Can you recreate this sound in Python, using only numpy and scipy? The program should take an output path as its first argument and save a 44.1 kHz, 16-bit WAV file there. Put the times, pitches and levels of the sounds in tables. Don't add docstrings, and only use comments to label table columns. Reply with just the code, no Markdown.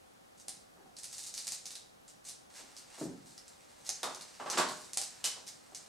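import sys
import numpy as np
from scipy import signal
from scipy.fft import rfft, irfft
from scipy.io import wavfile
from scipy.ndimage import uniform_filter1d

SR = 44100
rng = np.random.default_rng(int(sys.argv[2]) if len(sys.argv) > 2 else 0)


def file_out(sig):
    cols = np.atleast_2d(sig).T
    lim = np.clip(cols, -1, 1)
    pcm = np.round(lim * 32767).astype(np.int16)
    wavfile.write(sys.argv[1], SR, pcm)


N = 259308
HZ = np.fft.rfftfreq(4096, 1 / SR)


# start in seconds, snap level in dB, resonance of the cane in Hz, drop to the second
# crack in dB, rub level in dB. Event levels in all tables are relative.
BITES = [(0.3977, -39.5, 6940, 12, -64), (0.482, -23, 9000, 8, -60), (0.966, -33, 4500, 12, -66),
         (0.9854, -31, 7650, 14, -58), (1.0317, -29, 8500, -1, -52.5), (1.127, -29.5, 7350, 10, -53.5),
         (1.1808, -27.5, 7000, 4, -53.5), (1.339, -25.5, 6130, 7, -53), (1.3772, -23, 4560, 10, -55),
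         (1.4688, -22.5, 7560, -2, -66), (1.5201, -21.5, 7540, 9, -48), (1.6553, -26.5, 5830, 3.5, -59),
         (1.7054, -30.5, 3550, 10, -56), (1.7532, -28, 3780, 16, -60.5), (2.0788, -39, 7350, 14, -60),
         (2.2515, -40, 5500, 8, -55), (2.287, -28.5, 9100, 12, -52.5), (2.7645, -35, 5130, 11, -54),
         (3.3772, -34, 5250, 18, -76), (3.479, -37, 7700, 14, -77), (3.8642, -30, 5330, 12, -52),
         (3.8913, -15.5, 6340, 27, -58), (4.0308, -19.5, 3630, 9, -48.5), (4.146, -28, 6150, 18, -67),
         (4.2093, -31, 4180, 15, -56.5), (4.4999, -19, 5940, 16, -44), (4.5776, -20.5, 7650, 11, -35.5),
         (4.6864, -27.5, 4140, 14, -50), (4.9324, -23.5, 7300, 20, -68), (4.9721, -12.5, 8200, 15, -49),
         (5.0145, -21, 7700, 12, -46.5), (5.2414, -18.5, 3000, 0, -35), (5.467, -35, 5400, -2, -48.5),
         (5.7472, -27.5, 6540, 17, -53.5)]
# frequency in Hz, spectral level in dB.
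SNAP_SPECTRUM = [(150, -20.5), (400, -18), (800, -15.5), (1200, -14), (2200, -7), (3200, -7), (4100, 0.5),
                 (5200, 2), (8000, -0.5), (10000, -1), (12500, -12.5), (15500, -34)]
def snaps(level_db=-8, snap_ms=1.72, second_crack_s=0.0093, width_octaves=0.25, hard_bite_db=-19):
    out = np.zeros(N)
    for start, first_db, hz, drop_db, _ in BITES:
        resonance = 1 / (1 + (np.log2((HZ + 1) / hz) / width_octaves) ** 2)
        for delay, db, peak_db in [(0, first_db, 7), (second_crack_s, first_db - drop_db, 2)]:
            stretch = 1 + np.clip(0.09 * (hard_bite_db - db), 0, 1)
            crunch = burst(snap_ms * stretch, rise=0.32) / stretch ** 0.44
            curve_db = curve_at(SNAP_SPECTRUM, HZ) + peak_db * resonance
            add(out, start + delay, amp(db + level_db) * colour(crunch, curve_db))
    return out


def pings(level_db=-19, db_per_octave=-3.5, middle_hz=5000, middle_t60_s=0.021):
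    out, t = np.zeros(N), np.arange(SR // 4) / SR
    for start, db, hz, *_ in BITES:
        pitch_ratio = hz / middle_hz
        onset_db = db + level_db + db_per_octave * np.log2(pitch_ratio)
        decay_db = 60 * t * pitch_ratio / middle_t60_s
        add(out, start, amp(onset_db - decay_db) * np.sin(2 * np.pi * hz * t))
    return out


# frequency in Hz, spectral level in dB.
RUB_SPECTRUM = [(150, -36), (400, -22.5), (800, -11.5), (1300, -13), (2200, -9.5), (3300, -8), (4100, -1.5),
                (6000, 0), (8500, 1), (10500, -8.5), (13000, -15.5), (15500, -32)]
# start and length in seconds, level in dB, low-band gain in dB.
BRUSHES = [(0.365, 0.061, -65.5, -7), (2.232, 0.088, -53, 0), (2.518, .11, -54, 7), (2.971, .1, -55, -26),
           (3.229, .143, -62.5, -4), (3.839, 0.058, -53.5, 4), (4.624, 0.3, -56.5, -2)]
# time in seconds, level in dB.
GNAWING = [(0.955, -69), (1.11, -54.5), (1.17, -51.5), (1.29, -45.5), (1.32, -69), (1.38, -48.5),
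           (1.54, -53), (1.62, -68), (1.69, -54), (1.79, -63)]
# time in seconds, level in dB.
SHUFFLING = [(2.5, -63.5), (2.88, -62.5), (2.99, -53), (3.08, -68), (3.65, -66), (4.2, -57.5), (4.45, -59),
             (4.55, -45.5), (4.64, -68.5), (5.22, -57.5), (5.5, -67), (5.88, -63.5)]
def rustles(level_db=-2.5, cracks_per_s=1100, clump_db=3, low_band_hz=3000, lead_s=0.005, rub_s=0.041):
    out, t = np.zeros(N), np.arange(N) / SR
    clumps = unit_rms(uniform_filter1d(rng.standard_normal(N), size=200))
    slips = rng.random(N) < cracks_per_s / SR
    cracks = slips * rng.choice([-1, 1], N) * amp(clump_db * clumps)
    rub_db = curve_at(RUB_SPECTRUM, HZ)
    low_band = 1 / (1 + (HZ / low_band_hz) ** 4)
    bite_rubs = [(start - lead_s, rub_s, db, -2) for start, *_, db in BITES]
    for start, length, db, low_db in bite_rubs + BRUSHES:
        window = signal.windows.tukey(round(length * SR), 0.6)
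        stroke = unit_rms(np.roll(cracks, rng.integers(N))[:len(window)] * window)
        add(out, start, amp(db + level_db) * colour(stroke, rub_db + low_db * low_band))
    for contour, low_db in [(GNAWING, -4.5), (SHUFFLING, 13)]:
        effort = amp(level_db + np.interp(t, *np.transpose(contour), left=-np.inf, right=-np.inf))
        add(out, 0, colour(unit_rms(cracks) * effort, rub_db + low_db * low_band))
    return out


# frequency in Hz, level in dB, time to decay by 60 dB in seconds.
BASKET_MODES = [(776, -2.5, 0.046), (632, -12, 0.02), (1060, -12, 0.011)]
# start in seconds, level in dB.
NUDGES = [(0.4823, -50), (0.86, -52.5), (3.8914, -48.5), (4.9722, -43), (5.0144, -50), (5.722, -48.5)]
def tugs(bite_coupling_db=-33):
    out, t = np.zeros(N), np.arange(SR // 4) / SR
    note = sum(amp(db - 60 * t / t60) * np.sin(2 * np.pi * hz * t) for hz, db, t60 in BASKET_MODES)
    for start, db, *_ in BITES:
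        add(out, start, amp(db + bite_coupling_db) * note)
    for start, db in NUDGES:
        add(out, start, amp(db) * note)
    return out


# start in seconds, level in dB, treble tilt in dB per octave.
KNOCKS = [(4.029, -34, -2), (4.396, -39, -3.5), (4.458, -37.5, -2.5), (4.499, -42.5, 0), (4.528, -37, 4),
          (4.571, -26.5, 2), (4.582, -27, -0.5), (5.242, -38, 8.5), (5.357, -53.5, -12)]
# frequency in Hz, spectral level in dB.
WOOD_SPECTRUM = [(50, -62), (110, -36), (180, -6.5), (300, -8.5), (400, -3), (620, 1.5), (900, 1.5),
                 (1400, -1), (1850, -6), (3000, -10), (5000, -11), (8500, -16.5), (11000, -48),
                 (14000, -45)]
def knocks(contact_ms=6, pivot_hz=1000):
    out = np.zeros(N)
    octaves = np.log2(np.clip(HZ / pivot_hz, 1, 4))
    for start, db, tilt in KNOCKS:
        for delay, bounce_db, bounce_tilt in rebounds(gap_s=0.013, loss_db=5, dulling=3, count=2):
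            curve_db = curve_at(WOOD_SPECTRUM, HZ) + (tilt + bounce_tilt) * octaves
            add(out, start + delay, amp(db + bounce_db) * colour(burst(contact_ms), curve_db))
    return out


# frequency in Hz, relative level in dB.
WOOD_MODES = [(172, -63), (259, -56), (366, -54), (464, -55), (615, -50), (818, -49.5), (887, -58),
              (980, -55), (1034, -51.5), (1102, -51), (1168, -51.5), (1302, -58), (1354, -60), (1394, -67),
              (1441, -56), (1532, -64), (2551, -65), (3008, -60), (3194, -62)]
def wood_ring(level_db=-8, t60_s=0.5, rise_s=0.016):
    out, t = np.zeros(N), np.arange(SR // 2) / SR
    for start, db, tilt in KNOCKS:
        ring = sum(amp(mode_db) * np.sin(2 * np.pi * (hz * t + rng.random()))
                   for hz, mode_db in WOOD_MODES)
        envelope = amp(db + level_db - max(tilt, 0) - 60 * t / t60_s) * np.minimum(t / rise_s, 1)
        add(out, start, envelope * unit_rms(ring))
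    return out


# start in seconds, level in dB, contact time in ms, tilt in dB per octave.
THUDS = [(0.483, -56.5, 3.3, -3), (0.75, -59.5, 28, 8), (2.581, -56, 13.5, 10.5), (2.975, -49.5, 13, 9),
         (3.007, -32.5, 8.4, 1.5), (4.535, -46, 16, 0), (5.722, -56.5, 3, 6)]
# frequency in Hz, spectral level in dB.
THUD_SPECTRUM = [(40, -57.5), (95, -31), (135, -10.5), (165, -0.5), (205, -9), (255, 3.5), (320, -0.5),
                 (385, 2), (460, -8.5), (680, -9), (1100, -22), (1800, -32.5), (3500, -85)]
def thuds(level_db=-1, pivot_hz=150):
    out = np.zeros(N)
    octaves = np.log2(np.maximum(HZ / pivot_hz, 1))
    for start, db, ms, tilt in THUDS:
        for delay, bounce_db, bounce_tilt in rebounds(gap_s=0.036, loss_db=5.5, dulling=8.5, count=3):
            curve_db = curve_at(THUD_SPECTRUM, HZ) + (tilt + bounce_tilt) * octaves
            add(out, start + delay, amp(db + bounce_db + level_db) * colour(burst(ms), curve_db))
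    return out


def rebounds(gap_s, loss_db, dulling, count):
    return [(k * gap_s, -k * loss_db, -dulling * (k > 0)) for k in range(count)]


def burst(ms, rise=0.58):
    samples = np.clip(ms, 1.5, 60) * SR / 1000
    age = np.arange(round(6 * samples)) / samples
    envelope = np.exp(-age) * (1 - np.exp(-(age / rise) ** 2))
    flurry = envelope * rng.standard_normal(len(age))
    for _ in range(3):
        spectrum = rfft(flurry)
        flurry = irfft(spectrum / (abs(spectrum) + 1e-12), len(age)) * envelope ** 0.15
    return flurry * np.sqrt(samples / 2) / np.linalg.norm(flurry)


# delay in ms, relative level in dB.
ECHOES = [(3.3, -26.5), (8.8, -8), (9.9, -11), (13.3, -16.5), (14.8, -17)]
def with_reflections(x, level_db=-2):
    out = x.copy()
    for ms, db in ECHOES:
        add(out, ms / 1000, amp(db + level_db) * x)
    return out


# frequency in Hz, reverberation time in seconds.
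ROOM_T60 = [(150, 0.75), (500, 0.48), (1400, 0.5), (4000, 0.47), (9000, 0.37), (15000, 0.19)]
def room_tail(early_boost=0.48, early_s=0.017, build_s=0.003):
    hz, t, bands = signal.stft(rng.standard_normal((2, SR * 2 // 3)), SR, nperseg=256)
    decay = amp(-60 * t / curve_at(ROOM_T60, hz)[:, None])
    tail = signal.istft(bands * decay, SR, nperseg=256)[1]
    t = np.arange(tail.shape[1]) / SR
    build_up = 1 - np.exp(-(t / build_s) ** 2)
    tail = tail * build_up * (1 + early_boost * np.exp(-t / early_s))
    return tail / np.linalg.norm(tail[0])


def room(x, wet_db, side_db, tails=6, crossfade_s=0.011):
    turn = np.arange(N) / SR / crossfade_s
    mid, side = np.zeros(N), np.zeros(N)
    for k in range(tails):
        offset = abs((turn - k) % tails - tails / 2)
        share = np.cos(np.pi / 2 * np.minimum(offset, 1))
        tail = amp(wet_db) * signal.oaconvolve((x * share)[None], room_tail(), axes=1)[:, :N]
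        mid += tail[0]
        side += amp(side_db) * tail[1]
    return np.array([mid + side, mid - side])


# frequency in Hz, spectral level in dB.
AIR_SPECTRUM = [(15, -39), (25, -12), (59, -10.5), (267, -1.5), (445, -4), (509, 0), (684, -4), (762, 0.5),
                (919, -7), (997, -7.5), (1080, -7), (1490, -9.5), (2120, -14.5), (10600, -22), (15500, -32)]
# frequency in Hz, correlation of left and right.
AIR_CORRELATION = [(60, 0.62), (130, 0.39), (290, -0.64), (640, -0.68), (1410, -0.49), (3100, -0.3),
                   (6820, 0.61), (15000, 0.31)]
def air(level_db=-59.6):
    hz = np.fft.rfftfreq(N, 1 / SR)
    left, independent = rfft(rng.standard_normal((2, N)))
    correlation = curve_at(AIR_CORRELATION, hz)
    right = correlation * left + np.sqrt(1 - correlation ** 2) * independent
    spectra = np.array([left, right]) * amp(curve_at(AIR_SPECTRUM, hz))
    return amp(level_db) * unit_rms(irfft(spectra, N))


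def colour(x, curve_db):
    log_gain = np.log(amp(np.maximum(curve_db - curve_db.max(), -100)))
    mirrored = np.concatenate([log_gain, log_gain[-2:0:-1]])
    response = np.exp(np.conj(signal.hilbert(mirrored)))
    taps = np.fft.ifft(response).real
    return signal.fftconvolve(x, taps / np.linalg.norm(taps))


def amp(db):
    return 10 ** (np.asarray(db) / 20)


def unit_rms(x):
    return x / np.sqrt(np.mean(x ** 2) + 1e-20)


def curve_at(points, hz):
    knots_hz, values = np.transpose(points)
    return np.interp(np.log(hz + 1), np.log(knots_hz + 1), values)


def add(mix, start, sound):
    part = mix[max(round(start * SR), 0):][:len(sound)]
    part += sound[:len(part)]


def scene():
    wicker = snaps() + rustles() + pings() + tugs()
    blows, pads = knocks(), thuds()
    basket = with_reflections(wicker) + room(wicker, wet_db=-0.5, side_db=-6)
    wood = blows + wood_ring() + room(blows, wet_db=3, side_db=-5.5)
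    floor = pads + room(pads, wet_db=-0.5, side_db=-8.5)
    return basket * amp([[-0.3], [0.3]]) + wood * amp([[-0.5], [0.5]]) + floor + air()


def record(dry, cutoff_hz=15900):
    taps = signal.firwin(511, cutoff_hz, window=("kaiser", 9), fs=SR)
    return signal.oaconvolve(dry, taps[None], "same")


dry = scene()
out = record(dry)
file_out(out)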